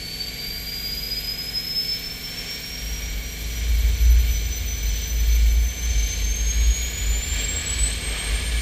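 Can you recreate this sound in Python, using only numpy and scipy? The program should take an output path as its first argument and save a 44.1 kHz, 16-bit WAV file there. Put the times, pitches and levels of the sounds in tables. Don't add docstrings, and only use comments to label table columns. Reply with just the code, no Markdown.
import sys
import numpy as np
from scipy import signal
from scipy.fft import rfft, irfft
from scipy.io import wavfile
from scipy.ndimage import uniform_filter1d

SR = 44100
rng = np.random.default_rng(int(sys.argv[2]) if len(sys.argv) > 2 else 0)


def magnitude_from_level(level_db):
    exponent = np.asarray(level_db, float) / 20
    return 10 ** exponent


def materialize(psi):
    bounded = np.clip(np.atleast_2d(psi).T, -1, 1)
    quanta = np.round(bounded * 32767).astype(np.int16)
    wavfile.write(sys.argv[1], SR, quanta)


N = 379701
TIME = np.arange(N) / SR

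# t/s, f/Hz
SPOOL = [(0.0, 4483), (0.89, 4836), (1.78, 5199), (2.67, 5538), (3.26, 5748), (3.7, 5878), (4.15, 5977),
         (4.6, 6027), (5.04, 6040), (5.5, 6088), (5.93, 6174), (6.3, 6315), (6.67, 6578), (7.12, 7032),
         (7.56, 7600), (8.01, 8215), (8.3, 8542), (8.6, 8821)]


def curves(table):
    s, *columns = np.transpose(table)
    return [np.interp(TIME, s, column) for column in columns]


def lifts(events):
    s, lift_db, length = np.transpose(events)
    grid = TIME[::SR // 1000]
    bells = np.exp(-((grid[:, None] - s) / length) ** 2 / 2)
    return np.interp(TIME, grid, bells @ lift_db)


def walk(rate_hz):
    k = int(SR / np.clip(rate_hz, .2, 4000))
    steps = np.repeat(rng.standard_normal(N // k + 1), k)[:N]
    wander = uniform_filter1d(uniform_filter1d(steps, k), k)
    return wander / wander.std()


def tone(hz, wander_hz, steady):
    steady = np.clip(steady, 0, 1)
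    scatter = (walk(wander_hz) + 1j * walk(wander_hz)) * np.sqrt((1 - steady) / 2)
    carrier = np.exp(2j * np.pi * np.cumsum(hz + 0 * TIME) / SR)
    return np.sqrt(2) * np.real((np.sqrt(steady) + scatter) * carrier)


def air(spectrum, flicker_db, flicker_hz):
    # f/Hz, width/Hz, level/dB
    path = [(313, 13, -4), (1154, 53, 2.5), (1383, 46, -7), (1636, 66, 1), (2282, 98, 8.5), (2583, 13, -14),
            (2904, 31, -7.5), (3170, 170, 2.5), (3460, 25, -14.5), (3848, 42, -17), (4730, 130, -5),
            (5770, 140, -3), (6750, 200, -1.5), (7970, 100, 2.5)]
    hz = np.fft.rfftfreq(N, 1 / SR) + 1
    points = np.array(spectrum)
    db = np.interp(np.log(hz), np.log(points[:, 0]), points[:, 1], left=-40, right=-40)
    for f, width, gain_db in path:
        db = db + gain_db * np.exp(-((hz - f) / width) ** 2 / 2)
    coloured = rfft(rng.standard_normal(N)) * magnitude_from_level(db)
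    out = 0
    for octave in range(4, 15, 2):
        share = np.cos(np.pi / 4 * np.clip(np.log2(hz) - octave, -2, 2))
        out = out + irfft(coloured * share ** 2, N) * magnitude_from_level(flicker_db * walk(flicker_hz))
    return out / out.std()


def blade_pass():
    return uniform_filter1d(curves(SPOOL)[0], SR // 4, mode="nearest")


def intake_line(hz, multiple, table):
    return magnitude_from_level(np.interp(multiple * hz, *np.transpose(table)))


def first_row(hz):
    # t/s, level/dB
    whistle = [(0.0, -36.5), (1.0, -29.5), (1.75, -20.5), (2.3, -35), (3.0, -39), (3.8, -45.5),
               (4.5, -30.5), (5.4, -41.5), (6.3, -28.5), (7.2, -33.5), (7.85, -25.5), (8.1, -36),
               (8.61, -40)]
    # t/s, lift/dB, length/s
    fades = [(0.21, 9, 0.012), (0.41, 1.5, 0.017), (0.64, -7, 0.025), (0.83, -4.5, 0.021),
             (1.04, -2.5, 0.047), (1.23, -6.5, 0.023), (1.36, -11, 0.019), (1.46, -9, 0.043),
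             (1.52, -9, 0.018), (1.63, -14, 0.027), (1.73, -10, 0.022), (1.86, -5, 0.028),
             (2.0, -12, 0.027), (2.18, -6.6, 0.04), (3.19, -10, 0.04), (4.25, -15, 0.022),
             (4.42, -10.8, 0.038), (4.5, -8, 0.022), (4.64, -13, 0.024), (4.81, -4.5, 0.025),
             (5.06, 6.5, 0.028), (5.34, 7.5, 0.025), (6.18, -6, 0.052), (6.45, -7, 0.02),
             (6.59, -7.5, 0.05), (6.94, -4, 0.017), (7.48, 4, 0.029), (7.65, -6.5, 0.022),
             (7.76, -9, 0.016), (7.97, -7, 0.055)]
    # f/Hz, level/dB
    overtone_exit = [(9000, -64), (10100, -54), (10600, -63), (11300, -53.5), (12000, -43.5),
                     (12900, -48.5), (13500, -46), (15600, -48)]
    level = magnitude_from_level(curves(whistle)[0] + lifts(fades))
    line = level * (tone(hz, 115, .68) + magnitude_from_level(-14) * tone(hz, 250, 0))
    return line + intake_line(hz, 2, overtone_exit) * tone(2 * hz, 70, 0.12)


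def wake_puffs():
    # t/s, lift/dB, length/s
    puff_events = [(1.78, 4, .035), (2.85, 3, .025), (3.03, 2, .02), (3.26, 4, .045), (3.85, 1.5, .03),
                   (4.3, 2, .03), (4.56, 3, .025), (4.77, 3, .02), (5.0, 1.5, .02), (5.2, 3, .025),
                   (5.33, 2, .02), (5.6, 4, .02), (6.1, 2, .02), (6.55, 2, .03)]
    return magnitude_from_level(lifts(puff_events) + 2.0 * walk(40))


def later_rows(hz, puffs):
    # f/Hz, level/dB
    second_exit = [(11200, -54), (11800, -43.5), (12700, -47.5), (13500, -50), (14100, -50.5),
                   (14700, -52.5), (15100, -53), (15400, -49)]
    third_exit = [(12800, -68), (13800, -50), (14500, -56), (15200, -57), (15500, -66)]
    second_row, third_row = 2.501, 2.858
    second_hz, third_hz = second_row * hz, third_row * hz
    wake = magnitude_from_level(1.0) * tone(second_hz, 900, 0) + magnitude_from_level(-13.5) * puffs * tone(second_hz, 3000, 0)
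    second = intake_line(hz, second_row, second_exit) * (tone(second_hz, 160, 0) + wake)
    third_hump = tone(third_hz, 220, 0) + magnitude_from_level(1.0) * tone(third_hz, 800, 0)
    third = intake_line(hz, third_row, third_exit) * third_hump
    return np.sqrt(puffs) * (second + third)


def intake_hiss(puffs):
    # f/Hz, level/dB per Hz
    hiss_spectrum = [(25, 15), (70, -10), (130, 4.5), (250, -5.5), (450, -4.5), (800, -11), (1300, -12.5),
                     (1700, -4), (3000, -2), (4200, 1), (5000, -5), (7500, -7.5), (8500, -17),
                     (10500, -19.5)]
    top_spectrum = [(8000, 3), (10500, -10), (12000, 5), (13500, -3), (15200, -4.5)]
    octaves = np.log2(curves(SPOOL)[0] / 6000)
    hiss = magnitude_from_level(-35.5 + 4.5 * octaves) * air(hiss_spectrum, flicker_db=1.0, flicker_hz=7.7)
    top = magnitude_from_level(-50 + 3.5 * octaves) * puffs ** 0.5 * air(top_spectrum, flicker_db=0.64, flicker_hz=24)
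    return hiss + top


def cart():
    # multiple of the cycle, level/dB
    diesel = [(5, -53), (6, -52), (7, -56), (8, -48), (9, -54), (10, -60), (11, -62), (12, -50), (14, -61),
              (15, -64), (16, -61), (19, -63), (20, -59), (21, -62), (22, -56), (23, -64), (24, -64),
              (25, -64), (28, -65), (32, -63), (33, -65), (38, -68), (41, -69), (54, -69), (106, -58),
              (108, -57), (110, -56), (112, -53)]
    # f/Hz, level/dB, wander/Hz
    gears = [(724.8, -59, 4), (1367, -69, 4), (1449.6, -58, 4), (3015, -59, 6), (3060.6, -59, 6),
             (3755, -61, 8), (7538, -52, 25)]
    cycle_hz = 20.455
    angle = np.linspace(0, 2 * np.pi, 4097)
    cycle = 0
    for k, db in diesel:
        cycle = cycle + magnitude_from_level(db) * np.sqrt(2) * np.cos(k * angle + 2 * np.pi * rng.random())
    shaft = 2 * np.pi * np.cumsum(cycle_hz * (1 + .0008 * walk(3))) / SR
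    whine = sum(magnitude_from_level(db) * tone(hz, wander_hz, .95) for hz, db, wander_hz in gears)
    return np.interp(shaft % (2 * np.pi), angle, cycle) + whine


def wind():
    # t/s, level/dB
    boom_level = [(0.0, -41.5), (1.2, -36), (2.5, -46), (2.9, -29.5), (3.5, -25.5), (4.1, -11.5),
                  (4.8, -30), (5.4, -13.5), (6.0, -24), (6.7, -15.5), (7.5, -29), (8.61, -24)]
    # t/s, lift/dB, length/s
    gusts = [(0.1, -14.6, 0.025), (0.42, -9.1, 0.033), (1.44, -4, 0.075), (1.74, -7, 0.053),
             (2.66, -11.4, 0.023), (2.99, -7.3, 0.025), (3.34, -9, 0.066), (3.55, -8, 0.019),
             (3.72, 5, 0.036), (3.98, -11.5, 0.024), (4.37, -4, 0.14), (4.57, -6.0, 0.016),
             (4.89, 8, 0.059), (5.06, -7.5, 0.035), (5.75, -13, 0.052), (5.99, 6.5, 0.017),
             (6.14, -8, 0.028), (6.37, -10, 0.02), (6.45, -5.5, 0.02), (6.53, -10, 0.022),
             (6.76, -19, 0.021), (6.87, -8, 0.076), (6.96, -9, 0.044), (7.12, 2, 0.04), (7.25, -14, 0.028),
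             (7.62, -16, 0.033), (7.82, 9.5, 0.022), (8.03, -12, 0.025), (8.21, -15, 0.023),
             (8.34, 4.5, 0.021)]
    # t/s, level/dB
    buffet_level = [
        (0, -51),
        (2.4, -53.5),
        (3.1, -40),
        (3.7, -35.5),
        (4.1, -30),
        (4.7, -34.5),
        (5.8, -37),
        (7, -33.5),
        (8.61, -37),
    ]
    wind_db, gust_db = curves(boom_level)[0], lifts(gusts)
    cavity_hz = 53.6 + .1 * (wind_db + 25) + 1.3 * walk(4)
    boom = tone(cavity_hz + 1.2 * walk(14), 36, .94)
    buffet = tone(78, 30, 0) + magnitude_from_level(-12) * tone(105, 60, 0)
    thud = magnitude_from_level(-17) * tone(36, 30, 0)
    buffet_gain = magnitude_from_level(curves(buffet_level)[0] + 0.22 * gust_db)
    constant_rumble = magnitude_from_level(-46) * tone(37, 40, 0)
    return magnitude_from_level(wind_db + gust_db) * (boom + thud) + buffet_gain * buffet + constant_rumble


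def combustion_roar():
    # t/s, level/dB
    light_up = [
        (5, -67),
        (6.2, -57),
        (6.6, -41.5),
        (7.31, -40),
        (7.37, -34),
        (7.8, -36),
        (8.3, -33.5),
        (8.45, -33),
        (8.61, -35.5),
    ]
    # f/Hz, level/dB per Hz
    roar_spectrum = [(100, -3.5), (300, -3), (450, -1.5), (900, -10.5), (1700, -5.5), (2300, -4), (3200, 0),
                     (4300, -4.5), (5000, -11), (8000, -11.5), (10500, -25), (12000, -24), (14000, -20)]
    # t/s, lift/dB, length/s
    flares = [
        (6.56, 8.1, 0.024),
        (6.69, 5, 0.022),
        (7.0, 4.4, 0.028),
        (7.61, 3, 0.027),
        (7.82, -7.6, 0.021),
        (7.96, -15, 0.025),
        (8.04, 10.5, 0.03),
        (8.11, -4.4, 0.03),
        (8.4, 4, 0.041),
    ]
    level = magnitude_from_level(curves(light_up)[0] + .8 * walk(14))
    noise = air(roar_spectrum, flicker_db=1.6, flicker_hz=16)
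    duct_note = magnitude_from_level(-12.5 + lifts(flares)) * tone(1705, wander_hz=110, steady=.5)
    return level * (noise + duct_note)


def scene():
    hz, puffs = blade_pass(), wake_puffs()
    turbine = first_row(hz) + later_rows(hz, puffs) + intake_hiss(puffs)
    return (turbine + cart() + wind() + combustion_roar())[None]


def band_limit(x):
    return signal.sosfilt(signal.butter(12, 15660, fs=SR, output="sos"), x)


def record(dry):
    low_cut = signal.butter(2, 22, "high", fs=SR, output="sos")
    top_cut = signal.ellip(12, .3, 80, 15230, fs=SR, output="sos")
    mix = signal.sosfilt(top_cut, signal.sosfilt(low_cut, dry))
    return band_limit(mix)


dry = scene()
out = record(dry)
materialize(out)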